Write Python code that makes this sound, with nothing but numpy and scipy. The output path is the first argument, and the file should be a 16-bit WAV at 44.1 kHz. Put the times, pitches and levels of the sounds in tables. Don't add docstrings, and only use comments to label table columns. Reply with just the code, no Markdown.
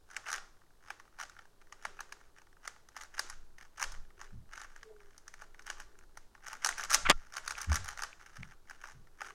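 import sys
import numpy as np
from scipy import signal
from scipy.fft import rfft, irfft, next_fast_len
from scipy.io import wavfile

SR = 44100
rng = np.random.default_rng(int(sys.argv[2]) if len(sys.argv) > 2 else 0)


def to_wav(sig):
    pcm = np.clip(np.atleast_2d(sig), -1, 1) * 32767
    pcm = np.round(pcm).astype(np.int16)
    wavfile.write(sys.argv[1], SR, pcm.T)


N = 411894

# t/s, body level/dB, snap level relative to body/dB, hardness as a ring f/Hz
CLACKS = [(.111, -53.5, -3, 1460), (.165, -34.5, -7.5, 1770), (.264, -44, -18, 1660),
          (.277, -48, -21, 1560), (.286, -38, -9.5, 1630), (.328, -35, -4, 1540), (.344, -40, -19, 1870),
          (.38, -42.5, -8, 1650), (.883, -50, -11, 1500), (.903, -36.5, -13, 1470), (.998, -50, -9.5, 1430),
          (1.187, -47, -10, 1440), (1.199, -40.5, -6.5, 1700), (1.211, -38.5, -6, 1640),
          (1.233, -43.5, -5, 1500), (1.296, -51, -4.5, 1600), (1.365, -51.5, -22, 1350),
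          (1.39, -48.5, -14.5, 1610), (1.453, -60, -10, 1326), (1.614, -60, -10, 1654),
          (1.724, -45.5, -5.5, 1650), (1.851, -32.5, -12.5, 1510), (1.991, -43, -37, 1460),
          (2.005, -38.5, -6, 1400), (2.123, -41.5, -6.5, 1640), (2.211, -57.5, -13, 1480),
          (2.384, -57, -7, 1570), (2.417, -59.5, -5, 1290), (2.654, -51, -7, 1640),
          (2.676, -36.5, -4, 1520), (2.762, -56.5, -16, 1500), (2.887, -56.5, 0, 1570),
          (2.965, -41, -6.5, 1520), (3.012, -45.5, -3.5, 1660), (3.034, -48.5, -2, 1420),
          (3.18, -40.5, -8, 1490), (3.193, -31, 0.5, 1540), (3.298, -44, 0.5, 1550),
          (3.583, -51.5, -7.5, 1690), (3.775, -56, 0, 1400), (3.796, -45, -2, 1620),
          (3.815, -37.5, -5, 1300), (3.826, -30, -2, 1800), (3.839, -36, -2, 1810), (3.919, -52.5, 2, 1200),
          (4.213, -43.5, -6.5, 1450), (4.533, -46, -9, 1430), (4.576, -43.5, -7.5, 1420),
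          (4.615, -47, -1.5, 1470), (4.761, -49.5, -8, 1360), (4.83, -46.5, -8.5, 1630),
          (5.003, -59.5, -11, 1650), (5.179, -61, 9, 1540), (5.279, -47.5, 0, 1900),
          (5.339, -47, -6.5, 1750), (5.419, -45, -10.5, 1300), (5.545, -53.5, -17, 1670),
          (5.593, -48.5, -8.5, 1670), (5.621, -63.5, 4, 1620), (5.666, -49, 1, 1600),
          (5.677, -44.5, -15, 1540), (5.7, -37, -3, 1650), (5.8, -44, -5, 1750), (5.988, -59.5, -1, 1800),
          (6.172, -46.5, -4.5, 1360), (6.35, -53, -14, 1540), (6.466, -45, -5, 1530), (6.482, -44, 0, 1650),
          (6.53, -41.5, -4, 1580), (6.646, -28, 2.5, 1470), (6.66, -30.5, -1, 1470),
          (6.669, -38.5, 6.5, 1600), (6.689, -29.5, -2.5, 1490), (6.78, -39, -4, 1950),
          (6.795, -35, -12.5, 1710), (6.817, -49.5, -4.5, 1550), (6.836, -42, 3, 1670),
          (6.847, -42, -2.5, 1820), (6.897, -41, -3, 1770), (6.915, -32, -7.5, 1690), (6.923, -40, 5, 1540),
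          (6.93, -31.5, 2.5, 1700), (6.944, -23.5, 4, 1760), (6.951, -31, 1, 1600), (7.323, -51, -4, 1580),
          (7.338, -47, -1.5, 1570), (7.367, -37.5, -1.5, 1480), (7.381, -37.5, -10, 1870),
          (7.477, -34.5, -1, 1370), (7.507, -34.5, -5, 1750), (7.52, -42, -4, 1440),
          (7.58, -39.5, -7, 1700), (7.614, -49, 10, 1380), (7.643, -46.5, -3, 1980), (7.697, -44, -7, 1490),
          (7.717, -32, -7, 1390), (7.728, -40, 0, 1520), (7.756, -33.5, 2, 1570), (7.766, -42, -2, 1370),
          (7.844, -49.5, 3, 1400), (7.88, -42, -4, 1510), (7.887, -38.5, -3.5, 1660),
          (7.974, -43.5, -5, 1580), (7.991, -38.5, -14, 1490), (8.021, -37.5, -1.5, 1400),
          (8.034, -35.5, -2.5, 1530), (8.211, -51.5, -13, 1550), (8.261, -53, -5, 1850),
          (8.368, -47, -7.5, 1610), (8.52, -55, -13.5, 1470), (8.697, -46.5, -6.5, 1630),
          (8.709, -45, -13, 1610), (8.839, -41, -20, 1590), (9.206, -42.5, -12, 1450),
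          (9.216, -37.5, -10.5, 1400), (9.245, -47, -15, 1580), (9.305, -46.5, -18, 1500)]
# f/Hz, nominal width/Hz, relative level/dB
BODY_MODES = [(584, 210, -14), (847, 110, -5), (1164, 134, -2), (1395, 245, 2), (1550, 283, 2),
              (1822, 266, -3), (2244, 380, -12), (2960, 420, -16)]
# f/Hz, nominal width/Hz, relative level/dB
WALL_MODES = [(3850, 570, -5.5), (4676, 900, -2.5), (5965, 1110, 3.5), (6883, 650, 0.5), (8300, 640, -6.5),
              (10650, 400, -8), (11240, 410, -13), (14800, 1500, -31)]
BODY_HZ = 1550
LEAD = SR // 250
SPAN = 2048

# start t/s, length/s, effort level/dB
PUSHES = [(.095, 0.082, -53.5), (.25, 0.039, -49.5), (.285, 0.076, -40), (.835, 0.1, -60),
          (.95, 0.089, -76), (1.2, 0.044, -46.5), (1.34, 0.087, -65), (1.825, 0.041, -57),
          (1.96, 0.32, -68), (2.365, 0.035, -61.5), (2.645, 0.035, -54.5), (2.97, 0.074, -51),
          (3.145, 0.039, -52), (3.25, 0.086, -56.5), (3.595, 0.051, -51), (3.78, 0.033, -49),
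          (3.815, .03, -43.5), (3.9, 0.066, -55.5), (4.185, 0.073, -56), (4.525, 0.13, -50.5),
          (4.7, 0.097, -65.5), (5, 0.19, -68), (5.385, 0.051, -55.5), (5.67, 0.053, -47.5),
          (5.765, 0.055, -54.5), (6.44, 0.12, -50), (6.63, 0.084, -44.5), (6.785, .07, -42),
          (6.91, .045, -31), (7.16, 0.18, -62.5), (7.345, .04, -45.5), (7.45, 0.068, -46),
          (7.57, 0.076, -43.5), (7.73, 0.038, -36), (7.85, 0.078, -46), (7.985, 0.062, -46),
          (8.19, .34, -59.5), (8.675, 0.081, -59), (8.81, 0.11, -51.5), (9.22, 0.087, -51)]
PUSH_ATTACK_S, PUSH_RELEASE_S = 0.0089, 0.0084
HOLD_DB = -83.5
TICKS_PER_S = 75

# t/s, starting level/dB, f/Hz
PIPS = [(6.6235, -38, 2100), (6.7262, -30, 2050), (6.8317, -30.5, 2230), (7.553, -32, 2500),
        (8.1300, -36, 2440), (8.4317, -28, 2200)]
# t/s, starting level/dB, t60/s
SPRING_JOLTS = [(6.914, -34, .2), (6.943, -33, .17), (7.053, -30, 0.13), (7.103, -30, 0.11)]
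SPRING_HZ = 1368

# f/Hz, t60/s
ROOM_DECAY = [(300, 0.35), (1200, 0.49), (3000, 0.45), (6500, 0.43), (10000, 0.31), (15000, 0.09)]
# f/Hz, relative level/dB
ROOM_COLOUR = [(300, 18), (800, 3), (1500, -4.5), (3000, -2.5), (6500, -2), (10500, -6), (12500, -10.5),
               (16000, -21)]

# start t/s, length/s, level at the end/dB
BRUSHES = [(7.053, .018, -27.5), (7.088, .024, -23.5)]
BRUSH_SWELL_DB, BRUSH_ATTACK_S, BRUSH_RELEASE_S = 8.5, 0.0018, 0.0048
# f/Hz, width/Hz, relative level/dB
BRUSH_MODES = [(1160, 370, 2.0), (2040, 470, 3.0), (3100, 1000, -8)]
# t/s, spike level/dB, Gaussian contact time/s, case ring relative to spike/dB
RAPS = [(7.0907, -19.5, .00008, -12), (7.0984, 2, 0.000022, -23), (7.1020, 0, 0.000045, -9.5),
        (7.1072, -7, 0.000052, -20.5), (7.1087, -13, 0.000034, -5.5), (7.1102, -15, 0.000064, -9.5),
        (7.1119, -16, 0.000032, -7.5), (7.1130, -18, 0.000094, -12), (7.1140, -8, 0.000041, -25),
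        (7.1257, -28.5, 0.000083, -13)]
# f/Hz, relative level/dB, t60/s
CASE_MODES = [(1210, -9.5, 0.03), (3630, -3.5, 0.01), (4970, -11, 0.022), (7280, -7.5, 0.0055),
              (8500, -8.5, 0.0052)]

# t/s, envelope peak level/dB, rise/s, lower edge f/Hz, upper edge f/Hz
BUMPS = [(3.244, -61, .003, 150, 600), (3.338, -72, 0.0027, 120, 500), (3.879, -83, 0.039, 50, 138),
         (4.32, -51, 0.034, 59.7, 162), (6.975, -55, 0.0035, 200, 606), (7.669, -44.5, 0.029, 90, 218),
         (7.75, -49, 0.04, 60, 93.5), (8.377, -50, .028, 70.5, 173), (8.927, -60, 0.036, 81, 157)]
# t/s, envelope peak level/dB, f/Hz, half length/s
BOOM = (7.716, -23, 75, .027)
# t/s, mean f/Hz, mean level/dB
SQUEAK_PATH = [(4.81, 473, -85), (4.84, 457, -68), (4.879, 444, -55), (4.94, 422, -60.5), (5.01, 407, -67),
               (5.06, 411, -64.5), (5.14, 410, -81)]
# t/s, level/dB, half length/s, f/Hz
CATCH = (4.925, -66, .028, 660)

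# f/Hz, relative level per Hz/dB
AIR_SPECTRUM = [(30, -13.5), (70, 10), (150, 2), (270, 0.5), (370, 5.5), (520, -1), (1000, -2), (2000, -17),
                (4000, -11.5), (10000, -15.5), (16000, -21.5)]
# t/s, level/dB, half length/s
HUM_SWELLS = [(1.92, -71.5, 0.28), (4.2, -72, 0.13), (5.8, -73, 0.36), (9.3, -70, 0.18)]
# f/Hz, relative level per Hz/dB
RUMBLE_SPECTRUM = [(8, 2), (16, 11), (28, -12.5), (50, -12), (90, -27.5), (200, -32.5), (600, -92.5)]
# t/s, level/dB, half length/s
WAFTS = [(1.47, -68, 0.1), (3.42, -50, 0.18), (3.94, -40, .11), (4.4, -50, 0.28), (5.9, -55, 0.6),
         (6.78, -49, 0.16), (7.09, -30, 0.082), (7.7, -45, 0.29), (8.42, -51, 0.14), (9.01, -52, .06)]
DRAUGHT_DB = -58

CLIP_TOP = .97
TOP_HZ = 16100


def amp(db):
    return 10 ** (np.asarray(db) / 20)


def unit(x):
    return x / np.sqrt(np.mean(x ** 2) + 1e-20)


def along(points, hz):
    f, v = np.transpose(points)
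    return np.interp(np.log(hz + 1), np.log(f + 1), v)


def curves(rows):
    s, *cols = np.transpose(rows)
    return [np.interp(np.arange(N) / SR, s, c) for c in cols]


def filtered(x, response):
    m = next_fast_len(len(x) + SR // 2, True)
    spectrum = rfft(x, m) * response(np.fft.rfftfreq(m, 1 / SR))
    return irfft(spectrum, m)[:len(x)]


def noise(response, size=N):
    return unit(filtered(rng.standard_normal(size), response))


def resonances(modes, f, low_hz):
    ring = 0
    for k, (centre, width, db) in enumerate(modes):
        damping = 1j * f * width
        ring = ring + (-1) ** k * amp(db) * damping / (centre * centre - f * f + damping)
    return ring * (1j * f / (low_hz + 1j * f)) ** 2


def add(track, s, sound):
    start = int(np.clip(round(s * SR), 0, N - 1))
    track[start:start + len(sound)] += sound[:N - start]


def strokes(rows, attack_s, release_s, swell_db):
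    out = np.zeros(N)
    t = np.arange(-SR // 10, SR // 2) / SR
    for s, length_s, db in rows:
        edges = np.exp(np.minimum(t, 0) / attack_s - np.maximum(t - length_s, 0) / release_s)
        swell = swell_db * (np.clip(t / length_s, 0, 1) - 1)
        add(out, s + t[0], edges * amp(db + swell))
    return out


def swells(rows):
    t = np.arange(N) / SR
    return sum(amp(db) * np.exp(-np.minimum(((t - s) / half_s) ** 2, 20)) for s, db, half_s in rows)


def contact(modes, low_hz, chatter_db, chatter_t60, vary_db, damping=0.86, detune=0.028,
            lead_db=-20, lead_t60=0.012):
    t = (np.arange(SPAN) - LEAD) / SR
    grip_db = np.where(t < 0, lead_db + 60 * t / lead_t60, chatter_db - 60 * t / chatter_t60)
    force = amp(grip_db) * rng.standard_normal(SPAN) * rng.exponential(1, SPAN)
    force[LEAD] += 1.8
    struck = []
    for hz, width, db in modes:
        mode_hz = hz * np.exp(detune * rng.standard_normal())
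        struck.append((mode_hz, width * damping, db + vary_db * rng.standard_normal()))
    ring = irfft(rfft(force) * resonances(struck, np.fft.rfftfreq(SPAN, 1 / SR), low_hz))
    around_blow = ring[LEAD - LEAD // 4:2 * LEAD - LEAD // 4]
    return ring / np.sqrt(np.mean(around_blow ** 2))


def clicks(contacts, body_db=0, shell_db=0, tilt_db=32, stop_s=.0006, sharpen=0.32, shell_hz=6000):
    out = np.zeros(N)
    for s, db, snap_db, hz in contacts:
        tilt = tilt_db * np.log2(hz / BODY_HZ)
        modes = [(c, w, level + tilt * np.clip(np.log2(c / BODY_HZ), -.5, .5))
                 for c, w, level in BODY_MODES]
        walls = [(c, w, level + sharpen * snap_db * np.log2(c / shell_hz)) for c, w, level in WALL_MODES]
        body = contact(modes, low_hz=520, chatter_db=-22, chatter_t60=0.026, vary_db=1.5)
        shell = contact(walls, low_hz=1500, chatter_db=-5, chatter_t60=0.019, vary_db=1.5)
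        sound = amp(db + body_db) * body + amp(db + snap_db + shell_db) * shell
        add(out, s + stop_s - LEAD / SR, sound)
    return out


def ticks(effort, tick_db=-3, spread_db=3, stray_db=-85, stray_spread_db=7.5, snap_db=-5.5,
          snap_spread_db=2.0, snap_per_db=0.28, usual_db=-50, ring_hz=1540, ring_spread=0.15):
    count = int(N / SR * TICKS_PER_S)
    s = (np.arange(count) + rng.random(count)) / TICKS_PER_S
    size, snap, ring = np.clip(rng.standard_normal((count, 3)), -2, 2).T
    push_db = 20 * np.log10(np.interp(s, np.arange(N) / SR, effort))
    loose_db = stray_db + stray_spread_db * np.minimum(rng.exponential(1, count), np.pi)
    db = np.maximum(push_db + tick_db + spread_db * size, loose_db)
    brightness_db = snap_db + snap_per_db * (push_db - usual_db) + snap_spread_db * snap
    return np.transpose([s, db, brightness_db, ring_hz * np.exp(ring_spread * ring)])


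def blows(contacts, body_db=0, shell_db=0):
    knocks, snaps = np.zeros(N), np.zeros(N)
    for s, db, snap_db, _ in contacts:
        add(knocks, s, [amp(db + body_db)])
        add(snaps, s, [amp(db + snap_db + shell_db)])
    return knocks, snaps


def slide(effort, rattle_db=-1, body_db=-6, shell_db=-16, jostle_db=-16, jostle_s=0.013):
    rate, spread_db = 280, 5
    knocks, _ = blows(CLACKS)
    near = np.exp(-abs(np.arange(-SR // 10, SR // 10)) / SR / jostle_s)
    jostle = abs(signal.fftconvolve(knocks ** 2, near, "same"))
    level = np.sqrt((amp(rattle_db) * effort) ** 2 + amp(jostle_db) ** 2 * jostle)
    slip_size = amp(spread_db * np.clip(rng.standard_normal(N), -2, 2))
    slips = (rng.random(N) < rate / SR) * rng.choice([-1, 1], N) * slip_size
    body = unit(filtered(slips, lambda f: resonances(BODY_MODES, f, low_hz=900)))
    shell = unit(filtered(slips, lambda f: resonances(WALL_MODES, f, low_hz=1500)))
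    return level * (amp(body_db) * body + amp(shell_db) * shell)


def pips(t60=0.0068, rise_s=0.000083):
    out, t = np.zeros(N), np.arange(SPAN) / SR
    for s, db, hz in PIPS:
        envelope = amp(db - 60 * t / t60) * (1 - np.exp(-t / rise_s))
        add(out, s, envelope * np.sin(2 * np.pi * hz * t))
    return out


def spring():
    out, t = np.zeros(N), np.arange(SR // 2) / SR
    for s, db, t60 in SPRING_JOLTS:
        add(out, s, amp(db - 60 * t / t60) * np.sin(2 * np.pi * SPRING_HZ * t))
    return out


def radiated(contacts, blur=1.73):
    def humps(modes, f, low_hz):
        power = sum(abs(resonances([(c, w * blur, db)], f, low_hz)) ** 2 for c, w, db in modes)
        return unit(np.sqrt(power))

    knocks, snaps = blows(contacts, body_db=-4.5, shell_db=-2.5)
    body = filtered(knocks, lambda f: humps(BODY_MODES, f, low_hz=346))
    shell = filtered(snaps, lambda f: humps(WALL_MODES, f, low_hz=1510))
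    return np.sqrt(LEAD) * (body + shell)


def room(x, wet_db=-6, build_s=0.0016, count=30):
    out = np.zeros(N)
    for here in np.array_split(np.arange(N), count):
        hz, t, z = signal.stft(rng.standard_normal(SR * 3 // 4), SR, nperseg=256)
        decay_db = along(ROOM_COLOUR, hz)[:, None] - 60 * t / along(ROOM_DECAY, hz)[:, None]
        tail = signal.istft(z * amp(decay_db), SR, nperseg=256)[1]
        tail *= 1 - np.exp(-(np.arange(len(tail)) / SR / build_s) ** 2)
        add(out, here[0] / SR, signal.fftconvolve(x[here], tail / np.linalg.norm(tail)))
    return amp(wet_db) * out


def brush():
    pressure = strokes(BRUSHES, BRUSH_ATTACK_S, BRUSH_RELEASE_S, BRUSH_SWELL_DB)
    return pressure * noise(lambda f: resonances(BRUSH_MODES, f, low_hz=500) / (1 + (f / 6000) ** 4))


def raps(lead_s=0.00023):
    out = np.zeros(N)
    t = np.arange(SR // 20) / SR - lead_s
    after = np.maximum(t, 0)
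    ring = sum(amp(level - 60 * after / t60) * np.sin(2 * np.pi * hz * after)
               for hz, level, t60 in CASE_MODES)
    for s, db, width_s, ring_db in RAPS:
        spike = np.exp(-.5 * (t / width_s) ** 2)
        add(out, s - lead_s, amp(db) * (spike + amp(ring_db) * ring))
    return out


def microphone_touch():
    return filtered(brush() + raps(), lambda f: 1j * f / (140 + 1j * f))


def bumps():
    out, t = np.zeros(N), np.arange(SR // 2) / SR
    for s, db, rise_s, low_hz, top_hz in BUMPS:
        thud = noise(lambda f: 1 / (1 + (f / top_hz) ** 5) * f ** 3 / (f ** 3 + low_hz ** 3), size=len(t))
        add(out, s, amp(db) * t / rise_s * np.exp(1 - t / rise_s) * thud)
    return out


def boom():
    s, db, hz, half_s = BOOM
    u = np.arange(N) / SR - s
    return amp(db) * np.exp(-(u / half_s) ** 2) * np.sin(2 * np.pi * hz * u)


def squeak(waver=0.013, flutter_db=3):
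    def tremble():
        return noise(lambda f: np.exp(-(f / 45) ** 2))

    t = np.arange(N) / SR
    hz, db = curves(SQUEAK_PATH)
    inside = np.interp(t, [SQUEAK_PATH[0][0], SQUEAK_PATH[-1][0]], [1, 1], 0, 0)
    level = inside * amp(db + flutter_db * tremble())
    phase = 2 * np.pi * np.cumsum(hz * (1 + waver * tremble())) / SR
    tone = level * np.sqrt(2) * np.sin(phase)
    s, catch_db, half_s, catch_hz = CATCH
    rasp = noise(lambda f: resonances([(catch_hz, 220, 0)], f, low_hz=300) ** 2)
    return tone + amp(catch_db) * np.exp(-((t - s) / half_s) ** 2) * rasp


def air(air_db=-71):
    return amp(air_db) * noise(lambda f: amp(along(AIR_SPECTRUM, f)))


def hum():
    return swells(HUM_SWELLS) * noise(lambda f: resonances([(383, 127, 0)], f, low_hz=201) ** 2)


def rumble():
    level = np.hypot(amp(DRAUGHT_DB), swells(WAFTS))
    return level * noise(lambda f: amp(along(RUMBLE_SPECTRUM, f)))


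def scene():
    effort = amp(HOLD_DB) + strokes(PUSHES, PUSH_ATTACK_S, PUSH_RELEASE_S, swell_db=0.0)
    contacts = np.vstack([CLACKS, ticks(effort)])
    rattle = slide(effort)
    direct = clicks(contacts) + pips() + spring() + rattle
    cube = direct + room(radiated(contacts) + rattle)
    background = air() + hum() + rumble()
    return (cube + microphone_touch() + bumps() + boom() + squeak() + background)[None]


def record(dry):
    held = dry[0] / (1 + (dry[0] / CLIP_TOP) ** 8) ** (1 / 8)
    return filtered(held, lambda f: 1 / np.sqrt(1 + (f / TOP_HZ) ** 160))[None]


dry = scene()
out = record(dry)
to_wav(out)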